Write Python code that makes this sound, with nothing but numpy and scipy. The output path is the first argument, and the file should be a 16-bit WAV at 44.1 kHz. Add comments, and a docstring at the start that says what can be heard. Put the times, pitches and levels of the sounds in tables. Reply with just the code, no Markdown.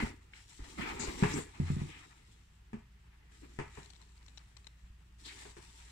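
"""A bump and a scrape: an open hardback sketchbook is turned round by hand on a sheet of cardboard,
close to a two-port microphone. The cover drags, knocks the board and judders as it sticks and slips,
while fingers brush the paper. Then the spine is bent and its glue crackles, right by the left port.
Behind the book lies a quiet small room with near walls and a low hum."""
import sys
import numpy as np
from scipy import signal
from scipy.fft import rfft, irfft, next_fast_len
from scipy.io import wavfile
from scipy.ndimage import uniform_filter1d, map_coordinates

SR = 44100
rng = np.random.default_rng(int(sys.argv[2]) if len(sys.argv) > 2 else 0)


def int16_out(signal):
    """Quantize to a 16-bit WAV file."""
    q = np.round(np.clip(np.atleast_2d(signal).T, -1, 1) * 32767)
    wavfile.write(sys.argv[1], SR, q.astype(np.int16))


N = 260631

# The cardboard under the book. Each row: mode in Hz, level in dB, time to fall 60 dB in seconds.
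BOARD_MODES = [(44, -11, 0.17), (88.8, -18, 0.59), (147, -0.5, 0.13), (214.6, -1, 0.047), (292, -7, 0.072),
               (349.5, -14, 0.15)]
# The cover landing, close to the microphone. Each row: start in seconds, thud level in dB,
# thud pitch in Hz, clack level in dB, second thud in dB relative to the first.
COVER_BUMPS = [(0.025, -25, 233.5, -40, -4.5), (0.593, -43, 276, -60, -6), (0.996, -31, 235, -41.5, -16),
               (1.074, -40.5, 350, -46, -24), (1.225, -12.5, 181.3, -34.5, -34),
               (1.235, -42, 150, -27.5, 10), (1.34, -26, 294, -57, -40), (1.387, -34, 173, -45, -20),
               (2.7312, -35.5, 217, -47.5, 2.5), (3.588, -33, 159, -36, -7),
               (3.596, -33, 349, -45.5, -14.5), (3.773, -39.5, 409, -47, -4.5), (5.452, -54, 372, -48, -18),
               (5.567, -47.5, 363, -53, 2.5)]
def bumps():
    """The cover lands on one edge, then the other: each contact thuds, rings the board and clacks."""
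    settle_s, second_clack_db = .0093, -10.5  # the far edge lands later, cushioned
    thuds, clacks, t = np.zeros(N), np.zeros((2, N)), np.arange(SR // 3) / SR
    for start, thud_db, hz, clack_db, second_db in COVER_BUMPS:
        for delay, thud_change, clack_change in [(0, 0, 0), (settle_s, second_db, second_clack_db)]:
            thud = board_thud(t, hz, t60=0.073, board_db=-6.5)
            add(thuds, start + delay, -amp(thud_db + thud_change - 3) * thud)
            add(clacks, start + delay, amp(clack_db + clack_change - 4) * clack(t))
    return ports(thuds) + ports(clacks, left_db=3.5)


def board_thud(t, hz, t60, board_db):
    """A soft blow gives a low damped tone and rings the cardboard; the peak is 1."""
    push = amp(-60 * t / t60) * np.sin(2 * np.pi * hz * t)
    board = amp(board_db) * ring(BOARD_MODES, t, scatter_db=1.5)
    thud = (push + board) * onset(t, 0.0027)
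    return thud / np.abs(thud).max()


# The hard cover. Each row: mode in Hz, level in dB, time to fall 60 dB in seconds.
COVER_MODES = [(413, 3, 0.2), (470, -2, .12), (921, 0, 0.08), (1184, -20, 0.17), (1487, -11, 0.1),
               (1706, -9, 0.12), (2400, -17, 0.11)]
# The papery noise of a strike. Each row: frequency in Hz, level in dB.
CLACK_SPECTRUM = [(200, 6.5), (410, -1.5), (590, -2.5), (740, 2), (920, 6), (1400, -3.5), (1850, 1),
                  (2700, -5.5), (3800, -20.5), (8000, -20), (10500, -33.5), (15500, -56)]
def clack(t):
    """The cover's edge strikes: a snap, the flutter of the leaves, and the ring of the hard cover."""
    snap = amp(5 - 60 * t / 0.012)
    flutter = amp(-60 * t / 0.23)
    cover = amp(-3) * ring(COVER_MODES, t, scatter_db=2)
    leaves = (snap + flutter) * hiss(CLACK_SPECTRUM, size=len(t))
    return onset(t, .0004) * (leaves + cover)


# The dragged edge sticks and slips. 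Each row: start in seconds, jolt level in dB, sway level in dB.
EDGE_SLIPS = [(1.600, -20, -19), (1.702, -21, -24), (1.766, -24.5, -29), (1.817, -25.5, -46)]
def judder():
    """Every slip jolts the board and scuffs the edge; the cover rebounds once and the book sways on."""
    rebound_s, rebound_db, scuff_db = .0205, -11.5, -40
    jolts, scuffs, t = np.zeros(N), np.zeros((2, N)), np.arange(SR // 2) / SR
    for start, db, sway_db in EDGE_SLIPS:
        jolt = amp(db) * board_thud(t, hz=165, t60=0.031, board_db=-13)
        sway = amp(sway_db - 60 * t / 0.28) * np.sin(2 * np.pi * 88 * t) * onset(t, 0.058)
        add(jolts, start, jolt + sway)
        add(jolts, start + rebound_s, amp(rebound_db) * jolt)
        add(scuffs, start, amp(db + scuff_db) * clack(t))
    return ports(jolts, lead_s=-0.00073) + scuffs  # the jolts reach the right port first


# Low drag, cover scrape and skin on paper, heard close up. 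Each row: frequency in Hz, level in dB.
DRAG_SPECTRUM = [(20, -9.5), (45, 4), (100, -7.5), (160, -3), (300, 1.5), (420, -1), (540, -14), (900, -40)]
SCRAPE_SPECTRUM = [(200, -12.5), (400, -26), (600, -8.5), (700, -5), (900, 3.5), (1080, -4), (1250, 0),
                   (1460, -5.5), (2000, 1), (2500, -2.5), (3300, -13), (5000, -19), (9000, -40)]
SKIN_SPECTRUM = [(1200, -19.5), (2800, -2.5), (3900, 1), (4900, -3.5), (5900, 0), (6400, -5), (7500, 2.5),
                 (8000, 0.5), (8500, -7), (9200, -5), (10200, -15.5), (12000, -19.5), (15500, -27.5)]
# The hands shift the book. Each row: start, rise, length and time to fall 60 dB, all in seconds,
# then the levels of drag, scrape and skin in dB.
BOOK_MOVES = [(0.0, 0.0014, 0.074, 0.25, -46.5, -43.5, -54.5), (0.145, 0.025, 0.26, 2, -74.5, -72, -77),
              (0.314, .05, 0.074, 0.6, -78, -66, -60.5), (0.44, .06, .16, .3, -75, -68.5, -63),
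              (0.581, 0.066, 0.066, 4.6, -59.5, -57, -58.5), (0.768, 0.041, 0.17, 0.55, -43, -41.5, -56.5),
              (0.955, 0.094, 0.2, 0.1, -46, -47.5, -51.5), (1.161, 0.048, 0.23, 0.29, -42, -44.5, -48.5),
              (1.44, 0.29, 0.39, 1.65, -60, -53.5, -58), (2.25, .06, 0.11, .6, -92, -76.5, -70.5),
              (3.023, 0.049, 0.16, 3.8, -79, -70, -102), (3.271, 0.094, 0.074, 6, -72, -66.5, -68),
              (3.408, 0.024, 0.039, 0.45, -58, -61.5, -88), (3.66, 0.17, 0.15, .5, -63, -60.5, -60),
              (3.97, 0.054, .55, 2.2, -82, -73, -74), (5.177, 0.052, 0.04, 2.5, -71, -66, -59.5),
              (5.243, 0.017, .19, .5, -67.5, -60, -56.5), (5.547, .04, 0.5, .3, -74.5, -66, -61.5)]
def sliding():
    """Each move rises, holds and dies away: the cover drags on cardboard, skin slides on the pages."""
    ease_db, slip_db = 5, 1  # through a move the scrape eases off and the fingers slip more
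    grip_db = [[-79], [-78], [-84.5]]  # drag, scrape, skin: holding hands are never quite still
    power = amp(grip_db) ** 2 * np.ones(N)
    for start, rise, length, release, drag_db, scrape_db, skin_db in BOOK_MOVES:
        t = np.arange(int((length + release) * SR)) / SR
        speed = np.minimum(t / rise, 1) * amp(-60 * np.maximum(t - length, 0) / release)
        progress = np.minimum(t / length, 1) - .5
        levels = [np.full(len(t), drag_db), scrape_db - ease_db * progress, skin_db + slip_db * progress]
        add(power, start, (speed * amp(levels)) ** 2)
    drag, scrape, skin = np.sqrt(power)
    drag = drag * rub(DRAG_SPECTRUM, grain_db=3.0, grains_per_s=64, stutter_db=-0.1)
    scrape = scrape * rub(SCRAPE_SPECTRUM, grain_db=0.9, grains_per_s=500, stutter_db=2.3)
    skin = skin * rub(SKIN_SPECTRUM, grain_db=1.5, grains_per_s=480, stutter_db=1.7)
    return ports(drag) + ports(scrape, left_db=2.5) + ports(skin, left_db=3.5)


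def rub(spectrum, grain_db, grains_per_s, stutter_db):
    """Friction: fibres catch in grains, the pressure stutters, the colour drifts as the contact moves."""
    frames = signal.stft(hiss(spectrum), nperseg=1024)[2]
    drift = uniform_filter1d(rng.standard_normal(frames.shape), 5, axis=1)
    drift_db = 2.6 * unit(uniform_filter1d(drift, 9, axis=2))
    noise = signal.istft(frames * amp(drift_db), nperseg=1024)[1][:, :N]
    roughness_db = grain_db * wobble(grains_per_s) + stutter_db * wobble(40)
    return unit(noise * amp(roughness_db))


# A finger or a page edge brushes past, left of centre.
# Each row: start in seconds, level in dB, length in seconds, pitch in Hz.
PAGE_SWIPES = [(0.0, -45, 0.016, 2200), (0.334, -49, 0.0072, 2250), (0.339, -60, 0.082, 2100),
               (0.495, -69, 0.11, 7400), (0.78, -51, 0.018, 1370), (0.807, -41, 0.048, 2040),
               (0.898, -52, .027, 1300), (0.992, -44, 0.067, 7050), (0.997, -47.5, 0.075, 4480),
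               (1.331, -44.5, 0.018, 5900), (1.333, -50, 0.099, 7730), (1.881, -55, 0.14, 2450),
               (5.246, -50.5, 0.064, 3780), (5.279, -53, 0.059, 2260)]
def swipes():
    """A quick swipe sings in a grainy band of its own; the shriller, the more the left port hears it."""
    width_hz, left_hz_per_db, attack_share = 880, 624, .07
    band_shape = [(-6, -50), (-2, -16), (-1, -5), (0, 0), (1, -6), (2, -22), (5, -60)]  # steps, dB
    out, t = np.zeros((2, N)), np.arange(SR // 3) / SR
    for start, db, length, hz in PAGE_SWIPES:
        step = 1 + width_hz / hz
        band = [(hz * step ** k, fall_db) for k, fall_db in band_shape]
        stroke = onset(t, attack_share * length) * np.exp(-(t / length) ** 3)
        grains = unit(hiss(band, size=len(t)) * amp(0.53 * wobble(718)[:len(t)]))
        add(out, start, ports(amp(db) * stroke * grains, left_db=hz / left_hz_per_db))
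    return out


# The spine's glue lets go, right beside the left port. Each row: start in seconds, level in dB.
GLUE_RUNS = [(3.8307, -49), (3.8597, -46), (3.895, -56.5), (3.903, -45), (3.9348, -50), (3.9637, -50),
             (4.0155, -48.5), (4.0342, -56), (4.1784, -55), (4.2632, -49), (4.2827, -46), (4.375, -41),
             (4.568, -44.5), (4.645, -53), (4.669, -42.5)]
def crackle():
    """A thumb bends the spine and runs of tiny slips ring it; the louder the run, the longer it lasts."""
    bend_start, bend_end = 3.63, 4.42  # seconds; faint ticks are strewn between these times
    out, t = np.zeros(N), np.arange(SR // 40) / SR
    faint_ticks = [(bend_start + (bend_end - bend_start) * when, -54 - 8 * weakness)
                   for when, weakness in rng.random(size=(28, 2))]
    for start, db in list(GLUE_RUNS) + faint_ticks:
        run_s = .0025 * 2 ** ((db + 50) / 6)  # doubles with every 6 dB
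        gaps, softness = rng.random((2, 16))
        delays = np.cumsum(.0004 + .001 * gaps)
        slips = np.zeros(2 * len(t))
        slips[0] = 1
        slips[np.round(delays * SR).astype(int)] = amp(-7 * softness) * (delays < run_s)
        add(out, start, amp(db - 12.5) * np.convolve(slips, glue_slip(t)))
    softened = filtered(out, lambda hz: 1 / np.sqrt(1 + (hz / 8300) ** 18))
    return ports(softened, lead_s=.0001, left_db=19.5)


# The book's spine. Each row: mode in Hz, level in dB, time to fall 60 dB in seconds.
SPINE_MODES = [(1130, -16, 0.005), (3130, -9, 0.004), (4180, 4, 0.006), (5750, -0.5, 0.004),
               (7400, -4, 0.006)]
def glue_slip(t):
    """One slip of the glue: a dry crack, and the spine's ring at a pitch of its own."""
    detune = np.exp(.06 * rng.standard_normal())
    spine = ring(SPINE_MODES, t * detune, scatter_db=2)
    crack = amp(3 - 60 * t / .004) * np.diff(rng.standard_normal(len(t) + 1))
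    return spine + crack


# A hand leans on the book, heard alike at both ports. Each row: start in seconds, level in dB.
HAND_PRESSES = [(0.033, -25), (0.599, -34.5), (0.62, -34), (1.082, -28.5), (1.228, -29), (4.837, -41.5),
                (4.902, -42.5)]
def presses():
    """The cardboard flexes under a hand in one or two slow waves."""
    out, t = np.zeros(N), np.arange(SR // 4) / SR
    flex = amp(1.5 - 60 * t / 0.073) * np.sin(2 * np.pi * 47 * t) * onset(t, 0.003)
    for start, db in HAND_PRESSES:
        add(out, start, amp(db) * flex)
    return out


# The small room round the microphone. Each row: frequency in Hz, time to fall 60 dB in seconds.
WALL_DECAY = [(100, 0.37), (400, 0.14), (2000, 0.47), (8000, 0.21)]
def room_echo(x):
    """Near walls answer after 5 ms, each frequency dying at its own speed."""
    hz, t, frames = signal.stft(rng.standard_normal((2, SR // 2)), SR, nperseg=256)
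    decay = amp(-60 * t / along(WALL_DECAY, hz)[:, None])
    tail = signal.istft(frames * decay, SR, nperseg=256)[1]
    tail = np.pad(tail / np.linalg.norm(tail[0]), ((0, 0), (SR // 200, 0)))
    mid, side = signal.fftconvolve(x, tail, axes=1)[:, :N]
    side = filtered(side, lambda hz: hz / (hz + 500))  # long waves reach both ports alike
    return np.array([mid + side, mid - side]) / np.sqrt(2)


# The hum behind the book. Each row: time in seconds, level in dB.
HUM_LEVELS = [(0, -61.5), (2.2, -66.5), (2.5, -62.5), (3.6, -59.5), (5.9, -58.5)]
# The room's still air. Each row: frequency in Hz, level in dB.
AIR_SPECTRUM = [(12, -47), (20, -18), (44, -9.5), (64, -13.5), (101, -12.5), (175, -20.5), (207, -23),
                (259, -39), (333, -38), (427, -46.5), (1870, -34.5), (2090, -41), (2760, -36), (3640, -42),
                (15500, -56.5)]
def room_tone():
    """Still air and a low hum that barely wavers."""
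    hum_hz, wander_rad, waver_db, air_db = 58.3, .2, 1, -63.5
    t = np.arange(N) / SR
    phase = 2 * np.pi * hum_hz * t + wander_rad * wobble(10)
    hum_db = np.interp(t, *np.transpose(HUM_LEVELS)) + waver_db * wobble(4.06)
    return amp(hum_db) * unit(np.sin(phase)) + amp(air_db) * hiss(AIR_SPECTRUM)


# How alike the two ports hear diffuse sound. Each row: frequency in Hz, likeness from 0 to 1.
PORT_LIKENESS = [(60, 1), (250, 0.91), (600, 1), (1100, 0), (2500, 0.14), (10000, 0.03)]
def hiss(spectrum, size=N):
    """Stereo noise of rms 1, alike at both ports only in the low range."""
    def mid_and_side(hz):
        angle = np.arccos(np.clip(along(PORT_LIKENESS, hz), 0, 1)) / 2
        return amp(along(spectrum, hz)) * [np.cos(angle), np.sin(angle)]
    mid, side = filtered(rng.standard_normal((2, size)), mid_and_side)
    return unit(np.array([mid + side, mid - side]))


def ports(x, lead_s=0.000557, left_db=0):
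    """Sound from one side reaches the left port lead_s earlier and left_db louder than the right."""
    side = np.array([[.5], [-.5]])
    return filtered(x, lambda hz: np.exp(2j * np.pi * hz * lead_s * side)) * amp(left_db * side)


def ring(modes, t, scatter_db):
    """Damped modes, at slightly new strengths for each blow."""
    return sum(amp(db + scatter_db * rng.standard_normal() - 60 * t / t60) * np.sin(2 * np.pi * hz * t)
               for hz, db, t60 in modes)


def onset(t, rise_s):
    """A cushioned rise from 0 towards 1."""
    return 1 - np.exp(-t / rise_s)


def amp(db):
    """Decibels to gain."""
    return 10 ** (np.asarray(db) / 20)


def unit(x):
    """x at rms 1."""
    return x / np.sqrt(np.mean(x ** 2) + 1e-20)


def along(points, hz):
    """(Hz, value) points read on a log axis."""
    freqs, values = np.transpose(points)
    return np.interp(np.log(hz + 1), np.log(freqs), values)


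def wobble(rate):
    """A smooth random curve, rate knots a second."""
    knots = rng.standard_normal(int(N * rate / SR) + 4)
    return map_coordinates(knots, [np.arange(N) * rate / SR])


def filtered(x, response):
    """x through a response given as a function of frequency."""
    size = x.shape[-1]
    padded = next_fast_len(size + SR // 4)
    return irfft(rfft(x, padded) * response(np.fft.rfftfreq(padded, 1 / SR)), padded)[..., :size]


def add(track, start_s, sound):
    """Mix a sound into a track from start_s on."""
    start = max(round(start_s * SR), 0)
    part = sound[..., :N - start]
    track[..., start:start + part.shape[-1]] += part


def scene():
    """The handled book close to the microphone, the room behind it."""
    knocks, spine = bumps() + judder(), crackle()
    echo = room_echo(amp(-8) * knocks + amp(-21) * spine)
    return knocks + spine + echo + presses() + sliding() + swipes() + room_tone()


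def record(dry):
    """The recorder keeps nothing above 15.7 kHz."""
    return filtered(dry, lambda hz: hz < 15700)


dry = scene()
out = record(dry)
int16_out(out)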